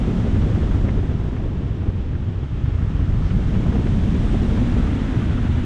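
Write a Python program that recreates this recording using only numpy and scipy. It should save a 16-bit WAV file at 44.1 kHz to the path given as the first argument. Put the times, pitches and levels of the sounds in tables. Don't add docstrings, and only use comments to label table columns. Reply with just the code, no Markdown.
import sys
import numpy as np
from scipy import signal
from scipy.fft import rfft, irfft, next_fast_len
from scipy.io import wavfile
from scipy.ndimage import uniform_filter1d, minimum_filter1d, map_coordinates

SR = 44100
rng = np.random.default_rng(int(sys.argv[2]) if len(sys.argv) > 2 else 0)


def file_out(sig):
    cols = np.atleast_2d(sig).T
    lim = np.clip(cols, -1, 1)
    pcm = np.round(lim * 32767).astype(np.int16)
    wavfile.write(sys.argv[1], SR, pcm)


N = 249165
TIME = np.arange(N) / SR


def wind(speed):
    buffet_gust_db, roar_gust_db = gusts()
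    lull_db = -14 * swell(2.78, length_s=.2)
    buffet_db = wind_level(speed, cruise_db=-18.5, power=.84, fade_db_per_s=2) + buffet_gust_db + lull_db
    roar_db = wind_level(speed, cruise_db=-27.5, power=1.89, fade_db_per_s=7.5, surge_db=-10.5)
    roar_db += roar_gust_db
    drone_db = wind_level(speed, cruise_db=-25.5, power=2.15, fade_db_per_s=4.5, surge_db=7)
    rush_db = wind_level(speed, cruise_db=-40.5, power=1.82, fade_db_per_s=1.5, surge_db=1)
    hiss_db = wind_level(speed, cruise_db=-54, power=2.22, fade_db_per_s=4)
    pressure = buffet()
    swirls = wobble(60)
    return (amp(buffet_db) * pressure
            + amp(drone_db) * pole_drone(speed)
            + amp(roar_db) * roar(speed, swirls)
            + amp(rush_db) * rush(swirls)
            + amp(hiss_db) * harness_hiss(speed, swirls)
            + amp(roar_db - 16.5) * sputter(pressure, swirls))


def wind_level(speed, cruise_db, power, fade_db_per_s, surge_db=0):
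    speed_db = 20 * np.log10(speed)
    speeding_up = uniform_filter1d(np.gradient(speed, TIME), size=SR // 2)
    sheltered_s = np.maximum(TIME - 4.205, 0)
    return cruise_db + power * speed_db - fade_db_per_s * sheltered_s + surge_db * speeding_up


# (middle time [s], length [s], buffet change [dB], roar change [dB])
GUSTS_AND_LULLS = [(0.16, 0.24, -3, 2), (0.37, 0.18, 2, 0.5), (.59, 0.028, -12, 0), (0.785, 0.51, 2, -1.5),
                   (1.314, 0.044, -4, 1), (1.596, 0.68, -1.9, 1.5), (1.894, 0.057, 2.5, 4),
                   (2.485, 0.44, -2.5, 1), (2.49, 0.042, -2.5, -5), (3.03, 0.59, 2.5, 1.5),
                   (3.48, 0.039, 0, -3.5), (3.65, 0.2, -0.5, 4.5), (3.788, 0.081, 0, 3.5),
                   (4.11, 0.037, 0, -4.5), (4.596, 0.11, -1, 5.5), (4.747, .06, 2, -1.5),
                   (5.042, 0.16, -4, 1), (5.146, 0.055, 1, 3.5), (5.515, 0.055, 3, -2)]

def gusts():
    buffet_db = sum(db * swell(s, length_s) for s, length_s, db, _ in GUSTS_AND_LULLS)
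    roar_db = sum(db * swell(s, length_s) for s, length_s, _, db in GUSTS_AND_LULLS)
    return buffet_db, roar_db


# (frequency [Hz], level [dB])
BUFFET_SPECTRUM = [(8, -25), (22, -6), (42, -1), (65, -2), (110, -3), (150, -11.5), (220, -20.5),
                   (400, -34), (900, -97)]

def buffet():
    rumble = air(BUFFET_SPECTRUM, stretch=.98, size=8192)
    return steady(rumble * amp(.49 * wobble(35)))


# (frequency [Hz], level [dB])
DRONE_SPECTRUM = [(70, -24), (140, -3.5), (185, -3.5), (202, 1.5), (222, -6), (270, -12.5), (500, -40),
                  (1200, -91)]

def pole_drone(speed):
    return air(DRONE_SPECTRUM, stretch=speed, size=4096)


# (frequency [Hz], level [dB])
ROAR_SPECTRUM = [(60, -12), (160, -0.5), (250, 1.5), (340, -4), (450, -8.5), (560, -16), (1200, -45),
                 (3000, -74.5)]

def roar(speed, swirls):
    noise = air(ROAR_SPECTRUM, stretch=.99 * speed ** .17)
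    return steady(noise * amp(1.38 * swirls + .19 * wobble(28)))


# (frequency [Hz], level [dB])
RUSH_SPECTRUM = [(120, -20.5), (400, -4.5), (700, 0), (1000, -3), (1400, -5), (2000, -6.5), (2700, -9.5),
                 (3400, -10.5), (3750, -11.5), (4200, -16), (6000, -39), (10000, -78.5)]

def rush(swirls):
    noise = air(RUSH_SPECTRUM, stretch=.9)
    return steady(noise * amp(.5 * swirls + .18 * wobble(22)))


# (frequency [Hz], level [dB])
HISS_SPECTRUM = [(1500, -23.5), (3500, 4.5), (4500, 1), (5600, 1), (7000, -2.5), (8300, -7), (9600, -11.5),
                 (10500, -17.5), (11500, -25), (14000, -29.5)]

def harness_hiss(speed, swirls):
    noise = air(HISS_SPECTRUM, stretch=speed ** .2)
    return steady(noise * amp(.22 * swirls))


def sputter(pressure, swirls):
    tearing = amp(1.4 * swirls + 1.8 * pressure + 1.6 * wobble(160))
    return steady(band(centre_hz=626, octaves=.78) * tearing)


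# (time [s], level [dB], centre frequency [Hz])
SWIRL_HITS = [(.085, -22, 310), (.27, -24.5, 340), (.464, -23.5, 330), (0.848, -23, 310),
              (.885, -24.5, 330), (1.458, -28, 328), (1.611, -27, 285), (1.873, -26.5, 270),
              (3.396, -30, 340), (3.668, -26.5, 450), (3.791, -21, 288), (3.868, -23.5, 330),
              (4.243, -28, 358), (4.345, -22.5, 360), (4.431, -23, 290), (4.769, -27, 450),
              (5.144, -26.5, 310)]

def thumps():
    return sum(amp(db) * puff(s, hz, octaves=.5, rise_s=.007, decay_s=.008) for s, db, hz in SWIRL_HITS)


# (time [s], level [dB])
PASSING_WHIRLS = [(2.641, -9), (2.683, -10.5), (2.724, -10.5), (2.756, -8.5), (2.791, -10.5), (2.831, -8.5),
                  (2.851, -12), (2.882, -10.5)]

def flutter():
    out = np.zeros(N)
    for s, db in PASSING_WHIRLS:
        hz = 77.6 * np.exp(.15 * rng.standard_normal())
        push_pull = -np.sin(2 * np.pi * hz * (TIME - s))
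        out += amp(db) * swell(s, length_s=.011) * push_pull
    return out


# (time [s], level [dB], centre frequency [Hz], width [octaves])
FLAPS_AND_GUST_CRACK = [(.353, -37.5, 1100, .6), (.560, -35.5, 1100, .65), (.715, -37, 1450, .5),
                        (0.891, -32.5, 1530, 0.61), (1.335, -43, 1400, .6), (1.367, -38, 1250, 0.63),
                        (2.135, -46, 1300, 0.72), (2.154, -39.5, 1350, 0.49), (2.660, -41, 1150, 0.85),
                        (2.825, -41, 1100, 0.87), (3.225, -36, 850, 0.45), (3.309, -37, 1600, 0.84),
                        (3.554, -36, 1400, 0.55), (3.728, -35.5, 1156, 0.5), (3.871, -36, 1450, 0.6),
                        (4.346, -28.5, 600, 0.53)]

def flaps_and_gust_crack():
    puffs = sum(amp(db) * puff(s, hz, octaves, rise_s=.0035, decay_s=.0055)
                for s, db, hz, octaves in FLAPS_AND_GUST_CRACK)
    return cut_treble(puffs, above_hz=3400, steepness=12)


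# (time [s], level [dB], pitch [Hz])
STRAP_SLIPS = [(4.877, -39, 1270), (5.226, -40, 1176), (5.383, -38.5, 1333)]

def strap_creaks():
    out = np.zeros(N)
    for s, db, hz in STRAP_SLIPS:
        out += amp(db) * swell(s, length_s=.016) * rough_tone(hz, roughness=.09, rate=900)
    return out


# (middle time [s], length [s], level [dB])
FOLD_CATCHES = [(.6, 1, -50), (2.988, 0.93, -50.5), (4.813, 0.51, -48.5), (5.33, 0.6, -46.5)]
# (frequency [Hz], level [dB])
FOLD_SPECTRUM = [(600, -60.5), (850, -2), (980, -1.5), (1120, -8), (1350, -7), (2200, -61.5)]

def harness_fold(speed):
    level = sum(amp(db) * swell(s, length_s) for s, length_s, db in FOLD_CATCHES)
    hz = 1450 * speed ** .28
    return level * air(FOLD_SPECTRUM, stretch=hz / 1000)


# (middle time [s], length [s], level [dB], centre frequency [Hz], width [octaves])
SLEEVE_BRUSHES = [(3.28, .09, -57.5, 4760, .3), (3.38, 0.25, -72.5, 7500, .35)]

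def sleeve():
    return sum(amp(db) * swell(s, length_s) * band(hz, octaves)
               for s, length_s, db, hz, octaves in SLEEVE_BRUSHES)


# (middle time [s], length [s], level [dB])
LINE_WHISTLES = [(3.92, .17, -70), (4.28, .17, -68), (4.5, .13, -71)]

def line_whistle():
    hz = 8190 + 650 * (TIME - 4.2)
    tone = rough_tone(hz, roughness=.0108, rate=700)
    level = sum(amp(db) * swell(s, length_s) for s, length_s, db in LINE_WHISTLES)
    return level * amp(2 * wobble(37)) * tone


def amp(db):
    return 10 ** (np.asarray(db) / 20)


def unit(x):
    return x / np.sqrt(np.mean(x ** 2) + 1e-20)


def steady(x, size=7000):
    power = uniform_filter1d(uniform_filter1d(x ** 2, size), size // 2)
    return x / np.sqrt(np.abs(power) + 1e-20)


def swell(middle_s, length_s):
    return .5 ** ((2 * (TIME - middle_s) / length_s) ** 2)


def wobble(rate):
    points = rng.standard_normal(N // 8)
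    return unit(map_coordinates(points, [TIME * rate], mode="mirror"))


def rough_tone(hz, roughness, rate):
    pitch = hz * (1 + roughness * wobble(rate))
    return unit(np.sin(2 * np.pi * np.cumsum(pitch) / SR))


def filtered(x, response):
    size = next_fast_len(len(x) + SR // 2)
    hz = np.fft.rfftfreq(size, 1 / SR)
    return irfft(rfft(x, size) * response(hz), size)[:len(x)]


def cut_treble(x, above_hz, steepness):
    return filtered(x, lambda hz: 1 / np.sqrt(1 + (hz / above_hz) ** steepness))


def air(spectrum, stretch, size=2048):
    hz, times, slices = signal.stft(rng.standard_normal(N), SR, nperseg=size)
    factor = np.interp(times, TIME, stretch * np.ones(N))
    table_hz, table_db = np.transpose(spectrum)
    shape_db = np.interp(np.log(hz[:, None] / factor + 1), np.log(table_hz + 1), table_db)
    _, noise = signal.istft(slices * amp(shape_db), nperseg=size)
    return steady(noise[:N])


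def band(centre_hz, octaves, size=N):
    bell = lambda hz: np.exp(-.5 * (np.log2((hz + 1) / centre_hz) / octaves) ** 2)
    return unit(filtered(rng.standard_normal(size), bell))


def puff(s, centre_hz, octaves, rise_s, decay_s):
    t = np.arange(-2000, 3200) / SR
    shape = np.exp(np.minimum(t / rise_s, -t / decay_s))
    burst = unit(shape * band(centre_hz, octaves, size=len(t))) * np.sqrt(np.mean(shape ** 2))
    out = np.zeros(N + SR)
    start = round((s + t[0]) * SR)
    out[start:start + len(t)] = burst
    return out[:N]


# (time [s], airspeed [times cruising speed])
TURN_AIRSPEED = [(0, .99), (.65, .96), (1.1, .79), (1.55, .7), (2.1, .655), (2.5, .675), (2.75, .75),
                 (3.15, .8), (3.5, .94), (4.1, 1.03), (4.55, 1.16), (5.65, 1.23)]

def scene():
    times, speeds = np.transpose(TURN_AIRSPEED)
    speed = np.interp(TIME, times, speeds)
    airflow = wind(speed) + thumps() + flutter()
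    details = flaps_and_gust_crack() + strap_creaks() + harness_fold(speed) + sleeve() + line_whistle()
    return (airflow + details)[None]


def record(dry):
    ceiling, window_samples = amp(-7.6), 400
    needed_gain = np.minimum(1, ceiling / (np.abs(dry[0]) + 1e-9))
    held_gain = minimum_filter1d(needed_gain, window_samples)
    smooth_gain = uniform_filter1d(held_gain, window_samples)
    return cut_treble(dry[0] * smooth_gain, above_hz=11030, steepness=18)[None]


dry = scene()
out = record(dry)
file_out(out)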